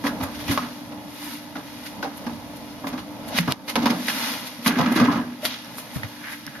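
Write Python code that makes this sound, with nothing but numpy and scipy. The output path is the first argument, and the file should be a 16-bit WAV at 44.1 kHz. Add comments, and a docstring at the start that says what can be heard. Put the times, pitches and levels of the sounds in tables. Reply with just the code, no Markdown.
"""An open refrigerator in a kitchen, close to a hand-held camera; its fan drones throughout.
First its shelves and liner are bumped (filtered noise bursts and decaying sines) and jars tock.
Fur and sleeves brush past (swells of grainy noise); then the door is grabbed, with snaps and harder knocks.
From 4.7 s it swings shut, its load rattling and clinking in a shower of tiny collisions.
Once it is shut the moving air is softer, under a few last rubs, snaps and bumps."""
import sys
import numpy as np
from scipy import signal
from scipy.fft import rfft, irfft, next_fast_len
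from scipy.io import wavfile
from scipy.ndimage import map_coordinates

SR = 44100
rng = np.random.default_rng(int(sys.argv[2]) if len(sys.argv) > 2 else 0)


def unload_audio(sound):
    """Save the sound as a 16-bit wav file, at the path given as the first command line argument."""
    columns = np.transpose(np.atleast_2d(sound))
    # keep every value between -1 and 1, then stretch to whole-number steps
    steps = np.round(np.clip(columns, -1, 1) * 32767)
    wavfile.write(sys.argv[1], SR, steps.astype(np.int16))


N = 291050  # 6.6 s

# spectrum of a dull thud: freq_hz [Hz], gain_db [dB, relative]
THUD_SPECTRUM = [(25, -28), (60, -22.5), (110, -7), (160, -8.5), (260, -54), (800, -104)]
# stereo width of close sounds: freq_hz [Hz], side_db [dB on the side signal]
NEAR_WIDTH = [(60, -18.5), (200, -29), (700, -28), (1300, -19), (2300, -8), (4200, -0.5), (14000, -8)]
# stereo width of thuds: freq_hz [Hz], side_db [dB on the side signal]
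THUD_WIDTH = [(50, -10), (110, -12), (220, 5.5)]
# stereo width of brushing: freq_hz [Hz], side_db [dB on the side signal]
CLOTH_WIDTH = [(300, -30), (1200, -10.5), (2500, -4), (5000, 2), (14000, -1.5)]


def amp(db):
    """Decibels to gain."""
    return 10 ** (np.asarray(db) / 20)


def unit(x):
    """Scale to rms 1."""
    return x / np.sqrt(np.mean(x ** 2) + 1e-20)


def along(points, hz):
    """Gain of (Hz, dB) points joined on a log frequency axis."""
    freq_hz, gain_db = np.transpose(points)
    return amp(np.interp(np.log(hz + 1), np.log(freq_hz + 1), gain_db))


def around(hz, centre_hz, octaves):
    """A broad emphasis about one frequency."""
    return 1 / np.sqrt(1 + (np.log2((hz + 1) / centre_hz) / octaves) ** 2)


def curve(rows):
    """One gain per sample from (s, dB) points."""
    return amp(np.interp(np.arange(N) / SR, *np.transpose(rows)))


def wobble(rate):
    """A smooth random curve, rate knots a second."""
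    return map_coordinates(rng.standard_normal(1024), [np.arange(N) * rate / SR], mode="wrap")


def ringing(modes, hz):
    """Gain of a set of (Hz, width Hz, dB) resonances, summed by power."""
    power = 0
    for centre, width, db in modes:
        response = amp(db) * hz * width / (centre * centre - hz * hz + 1j * hz * width)
        power = power + np.abs(response) ** 2
    return np.sqrt(power)


def decay(t, t60):
    """Exponential fade of 60 dB in t60 seconds."""
    return amp(-60 * t / t60)


def sine(hz, t):
    """A pure tone."""
    return np.sin(2 * np.pi * hz * t)


def voiced(pair, gain, width, lead=0):
    """Colour a mid and side excitation causally, and turn it to left and right."""
    n = pair.shape[1]
    m = 2 * next_fast_len(n // 2 + 4096)
    hz = np.fft.rfftfreq(m, 1 / SR)
    # folding the cepstrum makes the filter minimum phase: nothing sounds before its cause
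    cepstrum = irfft(np.log(gain(hz) + 1e-6))
    cepstrum[1:m // 2] *= 2
    cepstrum[m // 2 + 1:] = 0
    mid, side = rfft(pair, m) * np.exp(rfft(cepstrum))
    side = side * along(width, hz)
    turn = np.exp(1j * np.pi * hz * lead)  # the left port hears it lead seconds earlier
    return irfft(np.array([(mid + side) * turn, (mid - side) / turn]), m)[:, :n]


def noise(size):
    """Two unrelated white noises."""
    return rng.standard_normal((2, size))


def gritty(size, spread_db):
    """Noise whose half-millisecond grains differ in strength."""
    grain = np.repeat(rng.standard_normal(size // 22 + 1), 22)[:size]
    return noise(size) * amp(spread_db * grain)


def add(track, s, sound):
    """Mix a sound in at a time."""
    i = max(round(s * SR), 0)
    track[:, i:i + sound.shape[1]] += sound[:, :N - i]


def blow(gain, width, contact, t60, room_db, room_t60, lead=0, grit_db=0.7):
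    """A coloured burst that rises over the contact time, dies fast and leaves a weaker tail."""
    t = np.arange(SR // 2) / SR
    fade = decay(t, t60) + amp(room_db) * decay(t, room_t60)
    shape = (1 - np.exp(-t / contact)) * fade
    x = voiced(gritty(len(t), grit_db) * shape, gain, width, lead)
    return x / np.sqrt(np.mean(x[:, :SR // 30] ** 2))  # rms 1 over the first 33 ms


def cabinet(hz):
    """The hollow cabinet answers only in the bass."""
    # cabinet resonances: centre_hz [Hz], width_hz [Hz], level_db [dB]
    cabinet_modes = [(169.5, 18, -11.5), (199, 20, -10.5), (263, 38, -7.5), (292, 41, -9), (407, 37, -15.5),
                     (447, 25, -23)]
    return ringing(cabinet_modes, hz) / (1 + (hz / 520) ** 4)


def liner(hz):
    """Plastic walls and shelves: a few strong modes over a flat floor that stands for many weak ones."""
    # liner resonances: centre_hz [Hz], width_hz [Hz], level_db [dB]
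    liner_modes = [(588, 19, 3.5), (725, 32, 9.5), (744, 36, 9), (1000, 31, 1), (1110, 94, 1),
                   (1190, 54, 4), (1616, 80, 5.5), (1960, 80, -11)]
    return 0.77 + ringing(liner_modes, hz)


def stiff(hz):
    """The higher resonances of small plastic parts, over a flat floor."""
    # small-part resonances: centre_hz [Hz], width_hz [Hz], level_db [dB]
    part_modes = [(1750, 42, -8), (2110, 210, -1.5), (2740, 150, -3.5), (3130, 35, -1), (3606, 56, -0.5),
                  (4870, 89, -12), (6350, 96, -5.5)]
    return 1.46 + ringing(part_modes, hz)


def fan():
    """Moving air is shaped noise; the blades drone on a wavering tone in narrow noise, over a faint mains hum."""
    # level of the drone: time_s [s], level_db [dB]
    drone_level = [(0, -35.5), (.85, -39), (1.33, -35), (1.42, -39), (2.3, -41), (3.1, -38.5), (4.0, -44.5),
                   (5.8, -47.5), (6.3, -41.5)]
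    # level of the moving air, lower once the door is shut: time_s [s], level_db [dB]
    flow_level = [(0, -39), (.85, -41), (1.15, -44.5), (1.8, -41.5), (2.6, -40.5), (3.15, -39.5),
                  (3.7, -39.5), (4.6, -42.5), (5.65, -45), (5.9, -46.5)]
    # spectrum of the moving air: freq_hz [Hz], gain_db [dB, relative]
    air_spectrum = [(25, -26), (60, -8), (120, -1.5), (240, 9.5), (320, -2), (375, -6), (460, -4.5),
                    (600, 0), (850, 0), (1300, -12.5), (3000, -38.5), (14000, -38)]
    # stereo width of the sound filling the room: freq_hz [Hz], side_db [dB on the side signal]
    diffuse_width = [(40, -29), (110, -6), (300, -8.5), (700, -24), (1300, -6), (2500, 15.5), (14000, 4)]
    t = np.arange(N) / SR
    flow = unit(voiced(noise(N), lambda hz: along(air_spectrum, hz), diffuse_width))
    unsteady = amp(2.2 * wobble(8))
    blades = unit(voiced(noise(N), lambda hz: ringing([(290.7, 40.0, 0)], hz) ** 2, diffuse_width))
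    tone = np.sin(2 * np.pi * 296 * t + 0.88 * wobble(7.8))
    hum = amp(-55.5) * np.sin(2 * np.pi * 120 * t + 0.94 * wobble(2.816))
    return curve(flow_level) * unsteady * flow + curve(drone_level) * (0.37 * blades + 0.84 * tone) + hum


def handling():
    """The camera body rumbles faintly in an unsteady hand, differently at each port."""
    # level of the rumble before its waver: time_s [s], level_db [dB]
    grip_level = [(0, -51), (.6, -47), (1.2, -57), (3.5, -48.5), (4.3, -66), (5.7, -61), (6.6, -57)]
    body = lambda hz: along(THUD_SPECTRUM, hz) * around(hz, 56, 0.22)
    rumble = unit(voiced(noise(N), body, [(100, -11.0)]))
    return curve(grip_level) * amp(3 * wobble(9.8)) * rumble


def brushing():
    """Cloth and fur slide past: each stroke swells and fades, a rasp under a fine fizz; quick ones rasp higher."""
    # strokes: middle_s [s], rasp_db [dB], fizz_db [dB over the rasp], half_length_s [s]
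    stroke_rows = [(0.072, -28.5, -5, 0.013), (0.237, -36, 5, 0.0072), (0.354, -37.5, -15, 0.0088),
                   (0.411, -38, -10, 0.017), (0.52, -30.5, 0.5, 0.025), (1.254, -43.5, 2.5, 0.076),
                   (1.337, -44.5, -2, .022), (1.867, -37.5, -2, 0.014), (2.177, -54.5, 17, .005),
                   (2.57, -46.5, 5, 0.0048), (2.883, -41, 3, 0.01), (2.993, -40, -9, 0.012),
                   (3.288, -42, 6, 0.008), (3.361, -31, -16, 0.028), (3.38, -23.5, -1.5, 0.011),
                   (3.407, -41, 10, 0.0048), (3.515, -29, -10, 0.015), (3.699, -24, -2.5, 0.011),
                   (3.907, -24, -10, 0.0057), (4.094, -30.5, -5, 0.019), (4.184, -33, -2.5, 0.14),
                   (4.28, -32, -5.5, 0.086), (4.475, -35.5, -2, 0.0079), (4.674, -21, -1, 0.013),
                   (4.925, -36.5, 4, 0.0053), (4.965, -29, -2, 0.0088), (5.458, -24, 0.5, 0.012),
                   (5.527, -37, -12, 0.046), (5.657, -53, -10, 0.038), (5.79, -45.5, 10.5, 0.016),
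                   (5.957, -46, 6.5, 0.018), (6.324, -42.5, 1.5, 0.023)]
    # spectrum of the rasp: freq_hz [Hz], gain_db [dB, relative]
    rasp_spectrum = [(150, -20.5), (480, -4), (800, 3), (1800, 1), (2700, -2), (3600, -1), (6000, -5.5),
                     (8000, -20), (11000, -57)]
    # spectrum of the fizz: freq_hz [Hz], gain_db [dB, relative]
    fizz_spectrum = [(3000, -69), (7000, 2.5), (10000, 2), (12500, 3.5), (14000, -1.5)]
    quick_s, quick_hz = 0.018, 3100  # strokes shorter than this lean to a rasp about this centre
    t = np.arange(N) / SR
    # a faint wavering rustle lies under all the strokes
    rustle = amp(2 * wobble(4.02))
    slow, quick, fizz = amp(-46.5) * rustle, np.zeros(N), amp(-50) * rustle
    for middle_s, rasp_db, fizz_db, length in stroke_rows:
        near = np.abs(t - middle_s) < 6 * length
        stroke = amp(rasp_db) * np.exp(-np.abs((t[near] - middle_s) / length) ** 1.04)
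        quick_share = 1 / (1 + (length / quick_s) ** 2)
        quick[near] += np.sqrt(quick_share) * stroke
        slow[near] += np.sqrt(1 - quick_share) * stroke
        fizz[near] += amp(fizz_db) * stroke

    fibres = lambda gain: unit(voiced(gritty(N, spread_db=2.5), gain, CLOTH_WIDTH))
    rough = lambda hz: along(rasp_spectrum, hz) * stiff(hz)
    rasp = fibres(rough)
    # a slow, firm stroke also stirs the cabinet's main mode
    main_mode = lambda hz: ringing([(242.6, 50.0, 0)], hz) ** 2
    stirred = amp(-7.0) * unit(voiced(noise(N), main_mode, NEAR_WIDTH))
    scrape = fibres(lambda hz: rough(hz) * around(hz, quick_hz, 2.5) ** 2)
    fine = fibres(lambda hz: along(fizz_spectrum, hz))
    return slow * (rasp + stirred) + quick * scrape + fizz * fine


def rubs():
    """Skin drags over plastic, sticking and slipping, and excites a narrow group of its resonances."""
    # rubs, each spot with its own tone: middle_s [s], level_db [dB], centre_hz [Hz], half_length_s [s]
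    rub_rows = [(0.491, -28.5, 2800, 0.01), (3.333, -34, 730, 0.031), (3.381, -32, 1080, .01),
                (5.467, -29, 3030, 0.013), (5.509, -32, 3460, 0.043), (6.264, -37.5, 1870, 0.066),
                (6.284, -31, 1760, .005), (6.336, -34, 1950, 0.018), (6.473, -37.5, 1780, 0.015),
                (6.558, -37.5, 1600, 0.024)]
    catches_per_s, catch_db = 140, 3
    out, t = np.zeros((2, N)), np.arange(SR // 2) / SR - .25  # time from the middle of the stroke
    for middle_s, db, centre_hz, length in rub_rows:
        spot = lambda hz: liner(hz) * stiff(hz) * around(hz, centre_hz, 0.49) ** 2
        drag = unit(voiced(gritty(len(t), spread_db=4.5), spot, CLOTH_WIDTH))
        catches = amp(catch_db * wobble(catches_per_s)[:len(t)])
        swell = np.exp(-np.abs(t / length) ** 1.02)
        add(out, middle_s + t[0], amp(db) * swell * unit(catches * drag))
    return out


def tocks():
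    """A nudged jar or bin rings briefly on one decaying note."""
    # tocks: start_s [s], level_db [dB], pitch_hz [Hz], t60_s [s]
    tock_rows = [(.068, -18.5, 2020, .018), (0.5757, -8.5, 1150, 0.018), (.579, -23.5, 1044, .09),
                 (.584, -23, 1260, .07), (1.556, -25, 1490, 0.014), (2.029, -20.5, 1500, 0.027),
                 (2.036, -25, 775, .09), (2.048, -23.5, 789, 0.19), (3.77, -24, 400, 0.1),
                 (3.86, -20, 944, 0.053), (5.084, -19, 1047, 0.12), (5.431, -28, 618, 0.17),
                 (5.443, -28.5, 710, 0.15), (5.957, -36, 1800, .04), (6.033, -31, 1910, 0.033),
                 (6.051, -35, 1460, .03)]
    out, t = np.zeros((2, N)), np.arange(SR // 4) / SR
    for s, db, hz, t60 in tock_rows:
        note = amp(db) * sine(hz, t) * decay(t, t60)
        add(out, s, note[None])
    return out


def snaps():
    """Small plastic parts snap: a very brief ring that may reach one microphone port first."""
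    # snaps: start_s [s], level_db [dB, of the ring], pitch_hz [Hz], t60_s [s],
    # pan_db [left minus right, dB], lead_s [lead of the left port, s]
    snap_rows = [(3.3868, 1, 2130, 0.0032, 2, .0001), (3.5228, 3, 4270, 0.0013, -8, -.00004),
                 (3.7564, -4, 3280, 0.0015, -11, 0), (3.8575, -13, 2590, .003, -3, 0),
                 (4.6623, -6, 2080, .005, 0, 0), (4.6793, -5.5, 4040, 0.0035, 2, 0),
                 (5.4529, -0.5, 3760, 0.0015, 2.5, 0), (5.458, -6.5, 4600, .004, 5, .00002),
                 (5.647, -32, 5540, 0.0074, 0, 0), (5.7835, -23, 1300, 0.0075, -1, 0),
                 (5.785, -28, 5400, 0.0056, 0, 0), (6.033, -17.5, 1910, .016, -7, .0002),
                 (6.4664, -20.5, 5400, 0.0026, -12, .00005)]
    out, t = np.zeros((2, N)), np.arange(SR // 20) / SR
    ports = np.array([[1], [-1]])  # left, right
    for s, db, hz, t60, pan_db, lead in snap_rows:
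        age = np.maximum(t - np.maximum(-ports * lead, 0), 0)
        ring = sine(hz, age) * decay(age, t60)
        # the higher the pitch, the more it ticks and splinters
        tick = 0.7 * sine(11000, age) * decay(age, 0.0011)
        splinter = noise(len(t)) * (0.23 * decay(t, 0.0017) + 0.017 * decay(t, 0.026))
        sharpness = (hz / 4500) ** 1.2
        add(out, s, amp(db + ports * pan_db / 2) * (ring + (tick + splinter) * sharpness))
    return out


def bumps():
    """A heavy, padded contact gives only a low thump with a brief hollow note."""
    # bumps: start_s [s], level_db [dB, before the thump and note balance], centre_hz [Hz], t60_s [s, of the note]
    bump_rows = [(0.225, -30.5, 90, 0.18), (.489, -19.5, 113.5, 0.1), (3.39, -18.5, 172.6, 0.29),
                 (3.481, -21.5, 139, 0.094), (4.794, -22.5, 152, 0.28), (5.007, -21.5, 127, 0.14),
                 (5.445, -42, 110, 0.27), (5.959, -21.5, 112, 0.039), (6.037, -25.5, 100, 0.033),
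                 (6.467, -34, 133, 0.076)]
    out, t = np.zeros((2, N)), np.arange(SR // 2) / SR
    for s, db, centre_hz, t60 in bump_rows:
        dull = lambda hz: around(hz, centre_hz, 0.56) ** 3 / (1 + (hz / 420) ** 4)
        thump = blow(dull, THUD_WIDTH, contact=0.00065, t60=.5 * t60, room_db=-19, room_t60=5 * t60)
        note = sine(centre_hz, t) * (1 - np.exp(-t / 0.0031)) * decay(t, t60)
        add(out, s, amp(db) * (amp(-7.0) * thump + amp(0.5) * note))
    return out


def swing():
    """The door's load chatters and clinks against its bins and shakes the cabinet while the door moves."""
    # spectrum of the chatter: freq_hz [Hz], gain_db [dB, relative]
    rattle_spectrum = [(200, -26), (420, -14), (650, -5), (1400, -2.5), (2100, -2.5), (3300, -8),
                       (5500, -22), (9000, -30), (14000, -33)]
    from_s, rise_s, until_s = 4.68, 0.013, 5.09
    grows_db_per_s, boom_fall_db_per_s, rattle_fall_db_per_s = 4, 64, 81
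    clink_count, clink_span_s, clink_db, clink_spread_db = 30, .55, -25, 4
    clink_hz, clink_octaves, clink_t60_s = 1090, 0.63, .028  # middle pitch, spread either way, ring
    t = np.arange(N) / SR
    # the motion starts, gathers speed, then dies away
    late = t - until_s
    lurch = np.clip((t - from_s) / rise_s, 0, 1) * amp(1.5 * wobble(22.1))
    moving = lambda fall: lurch * amp(np.minimum(grows_db_per_s * late, -fall * late))
    shaking = moving(rattle_fall_db_per_s)

    # tiny collisions of uneven strength, about 150 a second, each dying within a few milliseconds
    hits = (rng.random(N) < 150 / SR) * amp(3.0 * rng.standard_normal(N))
    jolts = .5 + signal.lfilter([1], [1, -np.exp(-1 / (0.0026 * SR))], hits)
    hollow = lambda hz: cabinet(hz) * hz ** 2 / (hz ** 2 + 90 ** 2)
    bins = lambda hz: along(rattle_spectrum, hz) * liner(hz) * stiff(hz)
    boom = unit(voiced(noise(N), hollow, NEAR_WIDTH))
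    chatter = unit(voiced(jolts * gritty(N, spread_db=0.5), bins, NEAR_WIDTH))
    out = amp(-30) * moving(boom_fall_db_per_s) * boom + amp(-31) * shaking * chatter

    # larger collisions each ring one jar or bin on its own note
    age = t[:SR // 10]
    for when, pitch, size in rng.uniform(-1, 1, (clink_count, 3)):
        s = from_s + (1 + when) / 2 * clink_span_s
        ring = sine(clink_hz * 2 ** (clink_octaves * pitch), age) * decay(age, clink_t60_s)
        add(out, s, shaking[round(s * SR)] * amp(clink_db + clink_spread_db * size) * ring[None])
    return out


def knocks():
    """Each blow cracks at the contact, clacks in the liner, booms in the cabinet and thuds in the floor."""
    # knocks on shelves and door: start_s [s], level_db [dB, before the balance of the parts],
    # boom_db [dB, boom trim], crack_db [dB, crack trim], clack_hz [centre, Hz], contact_s [s], boom_hz [pitch, Hz]
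    knock_rows = [(.038, -22, 1, -10.5, 720, 0.0029, 277.8), (.066, -26, -2, -11, 1700, 0.0012, 281),
                  (.199, -27, 1, -8, 915, 0.0066, 266), (.228, -27, -2, -8, 800, 0.0023, 295),
                  (.478, -30, -2, -1, 780, 0.0016, 272), (.496, -30.5, 12.5, -3, 1200, 0.0048, 280),
                  (0.5112, -30, -2, 4, 1300, 0.00057, 287), (.575, -25, -9, -3.5, 1116, .0006, 258),
                  (.622, -32.5, 2, -6, 1150, 0.0033, 239), (.917, -36.5, -3, -9, 847, .002, 246),
                  (1.553, -29, -3, -7.5, 840, 0.003, 261), (2.025, -24, -5, -6.5, 770, 0.0032, 290),
                  (2.067, -37, 3, -24, 700, .0013, 287), (2.264, -28.5, 1.5, -9.5, 753, 0.0016, 238.4),
                  (2.837, -27.5, -2, -27, 975, 0.00058, 277), (2.869, -29, -9, -4, 940, 0.0008, 275),
                  (2.926, -31, 4, -9, 900, .0025, 251), (2.976, -33.5, -7, -5.5, 900, 0.0012, 268),
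                  (3.386, -25.5, -3, 5.5, 2100, 0.00065, 243), (3.475, -20, -1, -11, 940, 0.0021, 264.4),
                  (3.678, -29, -5, 3, 1010, 0.0026, 257), (3.755, -15.5, -14, -4, 840, 0.0013, 250),
                  (3.772, -29.5, 12.5, -8, 803, 0.0066, 236), (3.819, -24.5, 5, -5, 790, 0.0043, 290),
                  (3.856, -16.5, -3.5, -4.5, 935, 0.0016, 233), (3.898, -23.5, 4, -8, 814, 0.0046, 237),
                  (4.081, -24, -10, 1.5, 2040, 0.0015, 248), (4.585, -44, 9.5, -10, 785, 0.0046, 232),
                  (4.6605, -18.5, 0, -4.5, 1950, 0.0009, 228), (4.677, -22.5, 0, -1.5, 1590, 0.0012, 258),
                  (4.766, -30, 8.5, -2, 1005, 0.004, 243), (4.786, -15.5, -1.5, -11, 905, 0.0017, 259),
                  (4.81, -22, -1, -6, 900, 0.00075, 198), (4.859, -22, 2.5, -7, 1300, 0.0011, 229),
                  (4.908, -28, 9.5, -9, 860, 0.0034, 246), (4.959, -20, 5, -2.5, 1490, 0.0058, 317),
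                  (4.996, -17.5, -9, -9, 1140, 0.0025, 253), (5.01, -23.5, 9.5, -9, 600, 0.0014, 229.6),
                  (5.039, -25, 6.5, -4.5, 1000, 0.0039, 242), (5.074, -26, 7, -23, 900, 0.004, 278.4),
                  (5.084, -25.5, -2, -19, 1030, .0015, 252), (5.112, -22.5, 0.5, -8.5, 1030, 0.0055, 245),
                  (5.155, -26.5, 6, -11, 1010, 0.0039, 229), (5.195, -35.5, 12, -23, 900, .004, 245.5),
                  (5.452, -37.5, -4, 1, 890, 0.0032, 256), (5.782, -43, -6, 3, 900, 0.00055, 285),
                  (5.957, -37.5, 2, -4, 890, 0.0033, 261), (6.031, -36.5, -6, 0.5, 800, 0.0018, 277),
                  (6.052, -51, -11, -13, 1450, 0.00064, 280)]
    # spectrum of the clack: freq_hz [Hz], gain_db [dB, relative]
    clack_spectrum = [(200, -35), (420, 12), (650, 1), (1400, 2.5), (2100, -5.5), (3500, -16), (9000, -44)]
    # spectrum of the crack: freq_hz [Hz], gain_db [dB, relative]
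    crack_spectrum = [(700, -40), (1900, 2.5), (3300, -2), (5000, -3.5), (7000, -9.5), (10000, -13),
                      (14000, -14.5)]
    typical_contact_s, typical_t60_s = 0.0018, 0.12
    out, t = np.zeros((2, N)), np.arange(SR // 2) / SR
    for s, db, boom_db, crack_db, clack_hz, contact, boom_hz in knock_rows:
        t60 = typical_t60_s * (contact / typical_contact_s) ** 0.87  # a softer contact rings longer
        lead = rng.uniform(-0.000077, .0001)
        # the place of the blow favours some of the modes
        hollow = lambda hz: cabinet(hz) * around(hz, boom_hz, 0.74) ** 2
        panel = lambda hz: along(clack_spectrum, hz) * liner(hz) * around(hz, clack_hz, 0.5)
        edge = lambda hz: along(crack_spectrum, hz) * stiff(hz)
        floor = lambda hz: along(THUD_SPECTRUM, hz)
        thud = blow(floor, THUD_WIDTH, contact, t60=0.24, room_db=-32, room_t60=.1)
        boom = blow(hollow, NEAR_WIDTH, contact, t60=0.066, room_db=-8, room_t60=0.64, lead=lead)
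        clack = blow(panel, NEAR_WIDTH, contact, t60, room_db=-9.5, room_t60=0.46, lead=lead, grit_db=3.0)
        crack = blow(edge, NEAR_WIDTH, contact, 0.58 * t60, room_db=-15.5, room_t60=0.41, lead=lead, grit_db=4)
        # the favoured mode speaks at once
        note = sine(boom_hz, t) * (1 - np.exp(-t / 0.0046)) * decay(t, 0.18)
        # the cabinet's main mode sings on faintly behind it, faded out by half a second
        sing = np.sin(2 * np.pi * (244 * t + rng.random())) * (1 - np.exp(-t / 0.017))
        sing = sing * decay(t, 0.96) * (1 - (2 * t) ** 4)
        low = amp(5) * note + amp(-9.5) * boom + amp(-12) * sing + amp(-22.5) * thud
        add(out, s, amp(db) * (amp(boom_db) * low + amp(-6.5) * clack + amp(crack_db - 5.5) * crack))
    return out


def walls(x):
    """Nearby surfaces throw the sound above the bass back, then the kitchen rings briefly."""
    # early echoes: left_s [s], right_s [s], gain [linear]
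    echoes = [(.0021, 0.0024, 0.55), (.0047, 0.0036, 0.15), (.0078, 0.01, 0.09), (0.015, 0.016, 0.099)]
    # decay of the room: freq_hz [Hz], t60_s [s]
    room_decay = [(200, 0.2), (1000, 0.31), (3000, 0.35), (12000, 0.35)]
    bright = signal.sosfilt(signal.butter(2, 500, "high", fs=SR, output="sos"), x)
    out = x.copy()
    for left, right, gain in echoes:
        delayed = [np.pad(c, (round(s * SR), 0))[:N] for c, s in zip(bright, (left, right))]
        out += gain * np.array(delayed)
    # the tail is noise that fades at its own rate in each band
    hz, t, bands = signal.stft(noise(SR // 2), SR, nperseg=256)
    t60 = np.interp(hz, *np.transpose(room_decay))[:, None]
    shape = decay(t, t60) * (1 - np.exp(-t / 0.0034))
    tail = signal.istft(bands * shape, SR, nperseg=256)[1]
    tail /= np.linalg.norm(tail[0])
    return out + amp(-12.5) * signal.fftconvolve(bright, tail, axes=1)[:, :N]


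def scene():
    """The refrigerator sits slightly to the right; snaps and handling arrive without the room."""
    fridge = (fan() + bumps() + swing() + knocks()) * amp([[-.7], [.7]])
    return walls(fridge + brushing() + rubs() + tocks()) + snaps() + handling()


def record(dry):
    """The microphone cuts lows and notches treble; the camera ducks after peaks, rounds them and limits the band."""
    duck_above_db, duck_attack_s, recover_db_per_s = -1, 0.013, 36
    t = np.arange(N) / SR
    m = next_fast_len(N + SR // 2)
    hz = np.fft.rfftfreq(m, 1 / SR)
    low_cut = hz ** 2 / (hz ** 2 + 28 ** 2)
    off = (hz - 7900) / 800
    notch = off ** 2 / (1 + off ** 2)
    heard = irfft(rfft(dry, m) * low_cut * notch, m)[:, :N]

    # the excess over the threshold is held, and let go at a steady rate
    peak_db = 20 * np.log10(np.abs(heard).max(axis=0) + 1e-9)
    over_db = np.maximum(peak_db - duck_above_db, 0)
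    released_db = recover_db_per_s * t
    held_db = np.maximum.accumulate(over_db + released_db) - released_db
    pole = np.exp(-1 / (duck_attack_s * SR))
    ducked = heard * amp(-signal.lfilter([1 - pole], [1, -pole], held_db))

    rounded = ducked / (1 + np.abs(ducked / .8) ** 6) ** (1 / 6)
    band = 1 / np.sqrt(1 + (hz / 13800) ** 160)  # a steep top at 13.8 kHz
    return irfft(rfft(rounded, m) * band, m)[:, :N]


dry = scene()
out = record(dry)
unload_audio(out)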